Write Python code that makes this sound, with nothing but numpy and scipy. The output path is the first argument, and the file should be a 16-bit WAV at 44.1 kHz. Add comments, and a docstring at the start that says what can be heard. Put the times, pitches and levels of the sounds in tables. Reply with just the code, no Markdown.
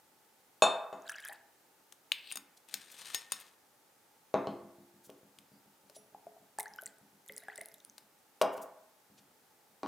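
"""In a quiet echoing room, close to a stereo microphone with its own hiss, a bottle neck clinks on a shot
glass and liqueur is poured; the metal cap is screwed back on and the bottle is set on a hard table. Then a
can is lifted, poured from in two spurts and set down. A faint thin whistle is heard far off.
Struck things are short blows ringing dying sines, liquid is bubbles and ticks, and rubbing is shaped noise."""
import sys
import numpy as np
from scipy import signal
from scipy.fft import rfft, irfft
from scipy.io import wavfile
from scipy.ndimage import uniform_filter1d

SR = 44100
rng = np.random.default_rng(int(sys.argv[2]) if len(sys.argv) > 2 else 0)


def wav_record(signal):
    """Record a signal, one row per channel, as 16-bit PCM in the file named by sys.argv[1]."""
    frames = np.transpose(np.atleast_2d(signal))
    bounded = np.clip(frames, -1, 1)
    # unit amplitude maps onto the largest positive 16-bit level
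    quanta = np.round(bounded * 32767).astype(np.int16)
    wavfile.write(sys.argv[1], SR, quanta)


def gain_from_db(level_db):
    """Convert decibel levels to linear amplitude factors (20 dB per decade)."""
    decades = np.asarray(level_db, float) / 20
    return 10 ** decades


N = 435266


def read(points, hz):
    """Joins (f/Hz, value) points on a log frequency axis."""
    f, value = np.transpose(points)
    return np.interp(np.log(hz + 1), np.log(f + 1), value)


def add(mix, s, sound):
    """Lays a sound into the mix at s seconds."""
    part = mix[..., round(s * SR):][..., :sound.shape[-1]]
    part += sound[..., :part.shape[-1]]


def evened(x):
    """Scales x to rms 1."""
    return x / np.sqrt(np.mean(x ** 2) + 1e-20)


def peaked(x):
    """Scales x to peak 1."""
    return x / (abs(x).max() + 1e-20)


def lean_left(db):
    """Gains of the left and right side, db apart."""
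    return gain_from_db(np.array([[0.5], [-0.5]]) * db)


def curve(tables, column, outside):
    """Draws one column of several timed tables along the whole scene."""
    t = np.arange(N) / SR
    out = np.full(N, float(outside))
    for rows in map(np.array, tables):
        inside = (t >= rows[0, 0]) & (t <= rows[-1, 0])
        out[inside] = np.interp(t[inside], rows[:, 0], rows[:, column])
    return out


def ring(modes, seconds):
    """Sums dying sines, one for each (f/Hz, level/dB, t60/s) mode of a ringing body."""
    t = np.arange(round(seconds * SR)) / SR
    return sum(gain_from_db(db - 60 * t / max(t60, .002)) * np.sin(2 * np.pi * hz * t) for hz, db, t60 in modes)


def blip(hz, cycles):
    """A few cycles with a quick rise and a slower fall, moving no net air."""
    cycles = max(cycles, .4)
    u = np.arange(round(4 * cycles * SR / hz) + 4) * hz / SR / cycles
    shape = u * np.exp(-3.1 * u)
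    wave = np.sin(2 * np.pi * u * cycles)
    return peaked(shape * (wave - shape @ wave / shape.sum()))


def coloured(x, points):
    """Filters x by a curve of (f/Hz, level/dB) points."""
    gain = gain_from_db(read(points, np.fft.rfftfreq(len(x), 1 / SR)))
    return irfft(rfft(x) * gain, len(x))


def burst(seconds, low_hz, high_hz):
    """A short puff of noise in a band, dying exponentially."""
    t = np.arange(2000) / SR
    band = signal.butter(2, [low_hz, min(high_hz, 16500)], "band", fs=SR)
    puff = rng.standard_normal(2000) * np.exp(-t / max(seconds, 3e-4))
    return peaked(signal.lfilter(*band, puff))


# spectrum of the room tone and hiss: f/Hz, relative level/dB per Hz
HUSH_SPECTRUM = [(12, -78), (20, -32.5), (108, -12), (217, -7), (331, -5), (534, -5), (687, -7.5),
                 (885, 0.5), (963, -9.5), (1270, -8), (2720, -14.5), (3700, -15), (13900, -16.5),
                 (15100, -14), (16400, -35)]
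# how alike the hush is on both sides: f/Hz, likeness (1 = the same)
HUSH_LIKENESS = [(60, 0.29), (240, 0.8), (950, 0.52), (3770, 0.31), (15000, 0.76)]
# thin steady tone: f/Hz, peak level/dB
WHINE_TONE = (19000, -82.5)


def hush():
    """Room tone and microphone hiss as noise partly shared by both sides, with a thin steady sine."""
    frames, hz = N // 512 + 5, np.fft.rfftfreq(2048, 1 / SR)
    a, b, c, d = rng.standard_normal((frames, 1025, 4)).T
    same = np.clip(read(HUSH_LIKENESS, hz), -1, 1)[:, None]
    left = a + 1j * b
    right = same * left + np.sqrt(1 - same ** 2) * (c + 1j * d)
    bins = np.array([left, right]) * gain_from_db(read(HUSH_SPECTRUM, hz))[:, None]
    noise = evened(signal.istft(bins, nperseg=2048, noverlap=1536)[1][:, :N])
    whine_hz, whine_db = WHINE_TONE
    whine = gain_from_db(whine_db) * np.sin(2 * np.pi * whine_hz * np.arange(N) / SR)
    return gain_from_db(-67.14) * noise + whine


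# faint thin whistle far off: t/s, f/Hz, rms level/dB
WHISTLE_PATH = [(5.47, 5110, -88), (5.51, 4900, -85), (5.545, 4650, -78), (5.58, 4920, -80),
                (5.61, 5120, -84), (5.63, 5100, -105)]


def whistle():
    """A sine whose pitch and level waver."""
    level = gain_from_db(curve([WHISTLE_PATH], column=2, outside=-140))
    hz = curve([WHISTLE_PATH], column=1, outside=5000)
    return np.sqrt(2) * level * np.sin(2 * np.pi * np.cumsum(hz) / SR)


# how long the room's echo takes to die: f/Hz, t60/s
ROOM_DECAY = [(100, .9), (260, 0.61), (700, 0.68), (1840, 0.7), (4850, 0.2), (12000, 0.18)]
# echo filter, against the sound sent into the room: f/Hz, level/dB
ROOM_COLOUR = [(100, -22.5), (600, -10), (3000, -12), (12000, -6.5)]


def room(x):
    """Sparse reflections of random sign, mostly alike left and right, each band dying at its own speed."""
    taps = np.zeros((3, SR))
    # one reflection at a chance place in every 20 samples
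    at = np.arange(300, SR - 20, 20) + rng.integers(0, 20, (3, (SR - 301) // 20))
    np.put_along_axis(taps, at, rng.choice([-1., 1.], at.shape), 1)
    hz, t, bins = signal.stft(taps[0] + 0.39 * taps[1:], SR, nperseg=512)
    tail = signal.istft(bins * gain_from_db(-60 * t / read(ROOM_DECAY, hz)[:, None]), SR, nperseg=512)[1]
    tail = np.array([coloured(side, ROOM_COLOUR) for side in tail / np.linalg.norm(tail[0])])
    return signal.fftconvolve(x[None], tail, axes=1)[:, :N]


# fingers and cap brushing: t/s near the middle, level/dB, f/Hz within the band, nominal length/s
BRUSH_STROKES = [(2.309, -58, 12440, 0.025), (2.576, -60, 6370, .025), (2.922, -52.5, 8900, .025),
                 (2.99, -55.5, 7940, 0.025), (5.06, -60.5, 9650, 0.064), (5.963, -57.5, 6200, .045),
                 (8.539, -58.5, 11000, 0.038), (8.577, -57.5, 9000, 0.032), (8.629, -52.5, 10600, .04),
                 (9.19, -62.5, 4400, 0.042)]


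def brushes():
    """Soft swells of wide noise."""
    out = np.zeros(N)
    for s, db, hz, length in BRUSH_STROKES:
        band = signal.butter(2, [hz / 2.0, min(hz * 1.6, 16500)], "band", fs=SR)
        swell = np.hanning(round(0.91 * length * SR))
        noise = signal.lfilter(*band, rng.standard_normal(6000))[:len(swell)]
        add(out, s - 0.52 * length, gain_from_db(db) * swell * evened(noise))
    return out


def rocks():
    """The bottle rocks on its base after landing, settling, every third rock a little harder: (t/s, level/dB)."""
    count, every_s, settle_s = 24, 0.1472, 0.63
    first_db, settled_db = -52, -65.5
    k = np.arange(count)
    late, hard = rng.standard_normal((count, 2)).T
    level_db = settled_db + (first_db - settled_db) * np.exp(-k * every_s / settle_s)
    level_db = level_db + 1.5 * (k % 3 == 0) + 2.5 * hard
    return zip(4.64 + k * every_s + 0.008 * late, level_db)


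# blows on the table top, levels before mixing: t/s, push level/dB, push f/Hz, push cycles, crack level/dB
TABLE_BLOWS = [(0.622, -18.5, 737, 2.47, -10.5), (0.638, -50, 700, 2.4, -18), (0.928, -36, 706, 0.88, -38),
               (1.294, -47.5, 848, 2.6, -63), (2.355, -57, 280, 1.4, -50.5),
               (4.341, -18.5, 563, 0.66, -22.5), (4.471, -31, 278.3, 0.54, -30),
               (5.094, -47.5, 423, 1.24, -50.5), (8.414, -22, 606, 2.3, -15.5), (8.439, -29, 700, 2.3, -46),
               (8.579, -40, 640, 0.77, -37.5), (9.832, -35, 312, 3.6, -26.5), (9.861, -48, 283, 1.3, -32)]
# single soft low bumps carried through the table: t/s, push level/dB before mixing
TABLE_BUMPS = [(2.736, -58), (3.319, -62.5), (9.099, -59.5), (9.190, -63), (9.280, -69), (9.695, -70)]
# clear modes of the table top: f/Hz, relative level/dB, t60/s
TABLE_MODES = [(130, -14, 0.2), (205.6, -3.5, 0.31), (284.6, -2, 0.41), (421, -20.5, 0.37),
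               (523, -12, 0.1496), (572, -4, 0.11), (632, 9.5, 0.1), (672.6, 1.5, 0.33), (721, 3.5, 0.149),
               (796, 9.5, 0.083), (982, -3, 0.25), (1077, -4.5, 0.064), (1070, -11.5, 0.12)]
# dense crowd of table modes: f/Hz, relative level/dB per Hz
TABLE_CROWD = [(150, -2), (300, -1.5), (1500, -1), (3000, -4), (8000, -9)]


def table_top():
    """Each push is heard directly and, like its crack, rings a few clear modes over a dense crowd of others."""
    push, crack = np.zeros(N), np.zeros(N)
    for s, db, hz, cycles, crack_db in TABLE_BLOWS:
        add(push, s, gain_from_db(db) * blip(hz, cycles))
        add(crack, s, gain_from_db(crack_db) * blip(973, 1.77))
        add(crack, s, gain_from_db(crack_db - 8.0) * burst(0.0019, 1000, 4500))
    for s, db in [*TABLE_BUMPS, *rocks()]:
        add(push, s, gain_from_db(db) * blip(210, 0.8))
    crack = signal.lfilter(*signal.butter(1, 240, "high", fs=SR), crack)
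    t = np.arange(SR // 2) / SR
    crowd = gain_from_db(-31 - 60 * t / 0.355) * evened(coloured(rng.standard_normal(len(t)), TABLE_CROWD))
    modes = gain_from_db(-43.5) * signal.oaconvolve(push + 0.45 * crack, ring(TABLE_MODES, 1.6))[:N]
    dense = signal.oaconvolve(push + 0.69 * crack, crowd)[:N]
    return 0.18 * push + crack + modes + dense


def click(hz, shell, rattle_db, left_db):
    """A tick, a short rattle and the ring of thin metal, louder on the left."""
    out = np.array(shell)
    add(out, 0, blip(hz, 2.83))
    add(out, 0, gain_from_db(rattle_db) * burst(0.0027, 780, 13000))
    return out * lean_left(left_db)


# can wall clicking under the fingers and on the table: t/s, level/dB, tick f/Hz
CAN_TICKS = [(5.1, -47, 3300), (5.387, -43.5, 3330), (5.898, -45.5, 5420), (7.981, -38.5, 4370),
             (8.4157, -22, 3140), (8.422, -27.5, 5100)]
# modes of the can wall: f/Hz, relative level/dB, t60/s
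CAN_MODES = [(2150, -4, .3), (2918, -3, .25), (5082, -2, .3), (5459, -5, .3), (6438, 3, .08),
             (8236, 2, .07)]


def can():
    """Clicks that ring the can wall."""
    out = np.zeros((2, N))
    wall = gain_from_db(-34) * ring(CAN_MODES, .4)
    for s, db, hz in CAN_TICKS:
        add(out, s, gain_from_db(db) * click(hz, wall, rattle_db=-1, left_db=3.0))
    return out


# thin metal cap clicking: t/s, level/dB, tick f/Hz, ring level/dB and rattle level/dB against the tick
CAP_TICKS = [(1.924, -41.5, 5980, -37, 3), (2.1188, -13.5, 2780, -69, -10.5),
             (2.1206, -16.5, 3600, -40.5, -16), (2.3148, -30.5, 2660, -36, -7),
             (2.3231, -28, 8900, -26, -4.5), (2.3568, -30.5, 12540, -21, -2.5), (2.372, -42, 4900, -26, 13),
             (2.6875, -43, 8500, -36, -3.5), (2.741, -27.5, 4400, -22, 7.5), (3.146, -24, 3920, -15, 4.5),
             (3.3204, -27, 6700, -17, 4.5), (3.401, -39, 11770, -34, -6.5), (3.4118, -40, 13630, -28, -10)]
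# modes of the cap: f/Hz
CAP_MODE_HZ = [1826, 2646, 3665, 4790, 5375, 6046, 6570, 6940, 7340, 8870, 13200]
# for each of those modes: relative level/dB, t60/s
CAP_MODES = [(-5, 0.16), (3.5, 0.0468), (0, 0.16), (-5, .09), (-6, 0.18), (-11, 0.072), (1.5, 0.097),
             (-0.5, 0.068), (-22.5, 0.089), (16, .03), (-15, 0.02)]
# cap sliding on, then turning on the thread, a list a stroke: t/s, scrape level/dB before the lean to the left
CAP_STROKES = [
    [(2.125, -52.5), (2.22, -62.5), (2.3, -52), (2.33, -57), (2.36, -64)],
    [(2.68, -64), (2.76, -56), (2.86, -62), (3.0, -54.5), (3.16, -48), (3.3, -68), (3.325, -50.5),
     (3.55, -74)],
]
# one spectrum a stroke: f/Hz, relative level/dB per Hz
SCRAPE_SPECTRA = [
    [(500, -23), (2150, -26), (2550, 1.5), (4700, -3), (5400, -15), (7600, -27), (8400, -6.5), (9300, -35),
     (11500, -18), (15500, -24.5)],
    [(300, -15), (1780, -4), (3750, -2), (5400, -6), (11900, -10.5), (15500, -23.5)],
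]


def cap():
    """Clicks and a grainy scrape ring the thin metal; the thread catches again and again."""
    out = np.zeros((2, N))
    # each struck spot favours other modes, with a spread of 3.5 dB
    spots = 3.5 * rng.standard_normal((len(CAP_TICKS), len(CAP_MODES)))
    for (s, db, hz, ring_db, rattle_db), spot in zip(CAP_TICKS, spots):
        modes = [(f, ring_db + mode_db + spot_db, t60)
                 for f, (mode_db, t60), spot_db in zip(CAP_MODE_HZ, CAP_MODES, spot)]
        add(out, s, gain_from_db(db) * click(hz, ring(modes, .25), rattle_db, left_db=6))
    roughness = evened(uniform_filter1d(rng.standard_normal(N), 130))
    grains = rng.standard_normal(N) * gain_from_db(3.4 * roughness)
    slide, thread = (evened(coloured(grains, points)) for points in SCRAPE_SPECTRA)
    shell = ring([(hz, *mode) for hz, mode in zip(CAP_MODE_HZ, CAP_MODES)], .25)
    thread = evened(thread + .45 * evened(signal.oaconvolve(grains, shell)[:N]))
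    catch_s, catch_every_s = 2.915, 0.082
    catch_db = np.cos(2 * np.pi * (np.arange(N) / SR - catch_s) / catch_every_s)
    thread = thread * gain_from_db(catch_db)
    scrape = sum(gain_from_db(curve([rows], column=1, outside=-140)) * rub
                 for rows, rub in zip(CAP_STROKES, (slide, thread)))
    return out + scrape * lean_left(5.6)


# blows on the rim of the shot glass: t/s, level/dB
RIM_BLOWS = [(0.625, -31), (0.635, -38), (5.962, -49), (6.698, -63)]
# modes of the shot glass: f/Hz, relative level/dB, t60/s
GLASS_MODES = [(5733, -9, .2), (10040, 0, .2), (14040, -22, .2)]
# blows on the bottle neck: t/s, level/dB
NECK_BLOWS = [(.6215, -11.5), (.638, -23.5), (.929, -50.5)]
# modes of the bottle: f/Hz
BOTTLE_MODE_HZ = [1590, 2577, 2595, 3586, 3624, 3648, 4184, 4274, 5582, 6406, 6756, 6998, 7467, 7817, 8328,
                  8786]
# for each of those modes: relative level/dB, t60/s
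BOTTLE_MODES = [(-8.5, 0.11), (-3.5, .2), (-11.5, 0.44), (-9, 0.26), (-2, 0.27), (-12.5, 0.37),
                (-16.5, .25), (-9.5, .36), (-15.5, .1), (-22.5, .12), (-5, 0.1657), (-16.5, .35),
                (-13.5, 0.14), (-29.5, 0.37), (-12, 0.21), (-33, 0.39)]
# air in the bottle, humming after it lands: f/Hz, level/dB, t60/s
BOTTLE_HUM = (347, -54, 1.7)


def glass():
    """Rim and neck ring where they are struck; the air in the bottle hums after it lands."""
    out = np.zeros(N)
    rim = peaked(ring(GLASS_MODES, .5))
    for s, db in RIM_BLOWS:
        add(out, s, gain_from_db(db) * rim)
    neck = peaked(ring([(hz, *mode) for hz, mode in zip(BOTTLE_MODE_HZ, BOTTLE_MODES)], 0.93))
    for s, db in NECK_BLOWS:
        add(out, s, gain_from_db(db) * neck)
    add(out, 4.49, ring([BOTTLE_HUM], 1.2))
    return out


def bubble(hz, t60, rise):
    """A dying sine that climbs, by the share rise a second, as the bubble nears the surface."""
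    t = np.arange(round(1.2 * max(t60, .003) * SR)) / SR
    shape = gain_from_db(-60 * t / max(t60, .003)) * (1 - np.exp(-t * hz / 0.37))
    return peaked(shape * np.sin(2 * np.pi * hz * (t + rise * t ** 2 / 2)))


# air gulped through the can mouth: t/s, level/dB, first f/Hz
CAN_GULPS = [(5.897, -55.5, 546), (5.965, -46.5, 586), (6.147, -40.5, 770), (6.268, -39, 630),
             (6.366, -51.5, 670), (6.587, -29, 803), (6.609, -40, 835), (6.827, -45.5, 600),
             (7.301, -47, 494), (7.370, -55, 553), (7.430, -53, 640), (7.484, -39, 740),
             (7.585, -42.5, 586), (7.617, -43.5, 615)]
# air inside the can: f/Hz, level/dB, t60/s
CAN_AIR_MODE = [(427, -45.5, 0.37)]


def glugs():
    """Gulps of air, each dying by 60 dB in 23 cycles, ring the air inside the can."""
    out = np.zeros(N)
    for s, db, hz in CAN_GULPS:
        add(out, s, gain_from_db(db) * bubble(hz, 23 / hz, 12.1))
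    return out + signal.oaconvolve(out, ring(CAN_AIR_MODE, .5))[:N]


def chirp(first_hz, last_hz, length):
    """A short gliding sine: a bubble changing pitch as it pinches off."""
    hz = np.geomspace(first_hz, last_hz, round(length * SR))
    return signal.windows.tukey(len(hz), .6) * np.sin(2 * np.pi * np.cumsum(hz) / SR)


def pop(hz):
    """A high tick with a puff of spray."""
    out = gain_from_db(-6.5) * burst(0.0011, 3800, 15000)
    add(out, 0, blip(hz, 6.0))
    return out


def chance_hits(spread_db, rate):
    """Single-sample hits at chance moments, rate a second, with chance sizes from 0 dB up."""
    size = gain_from_db(spread_db * np.minimum(rng.exponential(1, N), 3))
    return size * (rng.random(N) < rate / SR)


def scatter(grains, rate):
    """Plays each grain at chance moments and sizes, rate a second in all."""
    return sum(signal.oaconvolve(chance_hits(4.0, rate / len(grains)), grain)[:N] for grain in grains)


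# large bubbles under the stream: t/s, level/dB, first f/Hz
LARGE_BUBBLES = [(1.0725, -45, 1500), (1.0949, -30, 1625), (1.1832, -42, 1700), (1.2481, -40, 1640),
                 (1.2565, -35.5, 1655), (1.2979, -41, 1750), (1.3234, -39.5, 1725), (6.5859, -36.5, 1680),
                 (6.5994, -35, 2020), (6.6578, -38.5, 1610), (6.7865, -34.5, 1460), (6.8653, -47.5, 1930),
                 (7.2963, -38, 1980), (7.4839, -34, 1630), (7.521, -46, 1480), (7.4994, -39, 1880),
                 (7.5812, -40, 1940), (7.6096, -37, 2000)]
# clearest bubbles that climb or fall as they pinch off: t/s, level/dB, first f/Hz, last f/Hz, length/s
PINCHED_BUBBLES = [(1.115, -55, 1940, 3700, 0.023), (1.144, -46.5, 2740, 3100, 0.0048),
                   (1.287, -55, 3230, 4400, 0.012), (6.659, -45.5, 1640, 2060, 0.016),
                   (6.785, -51.5, 2870, 3230, 0.0097), (7.288, -52, 4070, 2600, 0.012),
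                   (7.428, -56.5, 1520, 2330, 0.015)]
# loud splashes and bursting skins: t/s, level/dB, f/Hz
SPLASHES = [(1.0213, -49, 6630), (1.089, -37.5, 7700), (1.0948, -33, 5860), (1.0979, -29.5, 9700),
            (1.1036, -35, 9950), (1.1196, -37, 8300), (1.1842, -42, 4940), (1.251, -31.5, 11400),
            (1.2787, -38.5, 10500), (1.2854, -32, 10100), (1.3276, -39, 11900), (6.5867, -27.5, 8250),
            (6.5966, -26, 11410), (6.6003, -27, 8400), (6.6056, -24.5, 10600), (6.6299, -32, 8800),
            (6.7609, -40, 12800), (6.8201, -34.5, 11200), (6.8356, -39, 11500), (6.8595, -29, 7490),
            (6.8648, -32, 8600), (7.286, -38, 10850), (7.3225, -37.5, 12450), (7.3645, -34.5, 7500),
            (7.3799, -30, 10400), (7.5585, -36.5, 10200), (7.5783, -33, 8100), (7.6132, -31, 9900),
            (7.6584, -33.5, 11000), (7.6859, -40.5, 10700), (7.7412, -41, 11500), (7.849, -36.5, 9700)]
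# stream running into the glass, a list a spurt: t/s, trickle level/dB, air column f/Hz, small pops a second
POUR_STREAM = [
    [(1.03, -77, 1600, 8), (1.08, -56, 1610, 70), (1.2, -56.5, 1720, 80), (1.33, -57, 1870, 50),
     (1.42, -74.5, 1840, 1.5)],
    [(6.58, -71.5, 1910, 50), (6.7, -75, 1680, 30), (6.88, -74, 1580, 30), (7.0, -86.5, 1550, 3)],
    [(7.26, -80, 1950, 80), (7.33, -70.5, 1920, 70), (7.52, -64, 1870, 60), (7.68, -74, 2050, 50),
     (7.92, -102, 1900, 8)],
]


def trickle():
    """Small chance bubbles, heard plainly and through the air column of the glass, with chance chirps."""
    glides = [chirp(hz, hz * climb, .007) for hz in (2300, 2910, 3600, 4400) for climb in (.85, 1.15, 1.35)]
    chirps = 0.72 * evened(scatter(glides, 60))
    small = np.zeros(N)
    for hz in np.geomspace(1300, 12000, 16):
        fall = gain_from_db(-2.5 * np.log2(hz / 1300))
        small += fall * signal.oaconvolve(chance_hits(3.4, 45), bubble(hz, 45 / hz, 31.87))[:N]
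    # a resonance 260 Hz wide follows the column: shift it down to 0 Hz, smooth, shift back
    turn = np.exp(2j * np.pi * np.cumsum(curve(POUR_STREAM, column=2, outside=790)) / SR)
    r = np.exp(-np.pi * 260 / SR)
    column = 2 * (turn * signal.lfilter([1 - r], [1, -r], small / turn)).real
    mixed = evened(.75 * evened(small) + evened(column) + chirps)
    return gain_from_db(curve(POUR_STREAM, column=1, outside=-120)) * mixed


def liquid():
    """Single bubbles, chirps and pops stand out over small chance pops and the trickle."""
    out = np.zeros(N)
    for s, db, hz in LARGE_BUBBLES:
        add(out, s, gain_from_db(db) * bubble(hz, 55 / hz, 7.9))
    for s, db, *glide in PINCHED_BUBBLES:
        add(out, s, gain_from_db(db) * chirp(*glide))
    for s, db, hz in SPLASHES:
        add(out, s, gain_from_db(db) * pop(hz))
    rate = curve(POUR_STREAM, column=3, outside=0)
    out += gain_from_db(-54) * scatter([pop(hz) for hz in np.geomspace(3700, 12000, 8)], rate)
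    return out + trickle()


def scene():
    """Near sources stand a little left of the microphone, which drops the deep bass of near sounds."""
    pour, metal = liquid(), cap() + can()
    struck = table_top() + glass() + brushes() + glugs()
    near = struck * lean_left(1.2) + pour * lean_left(0.8) + metal
    # the table top mirrors each sound back a moment later, by a different path to each side
    mirror = np.array([np.roll(side, lag) for side, lag in zip(near, (11, 14))])
    # the glass aims the pour up at the microphone, so less of it reaches the walls
    echo = room(struck + gain_from_db(-5.0) * pour + gain_from_db(-3.0) * metal.mean(0))
    bass_cut = signal.butter(3, 110, "high", fs=SR, output="sos")
    heard = signal.sosfilt(bass_cut, near + 0.13 * mirror + echo)
    return heard + whistle() + hush()


def top_cut(x):
    """Nothing passes above the cut-off."""
    return signal.sosfilt(signal.butter(12, 16840, fs=SR, output="sos"), x)


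def record(dry):
    """Takes down the finished stereo mix."""
    return top_cut(dry)


dry = scene()
out = record(dry)
wav_record(out)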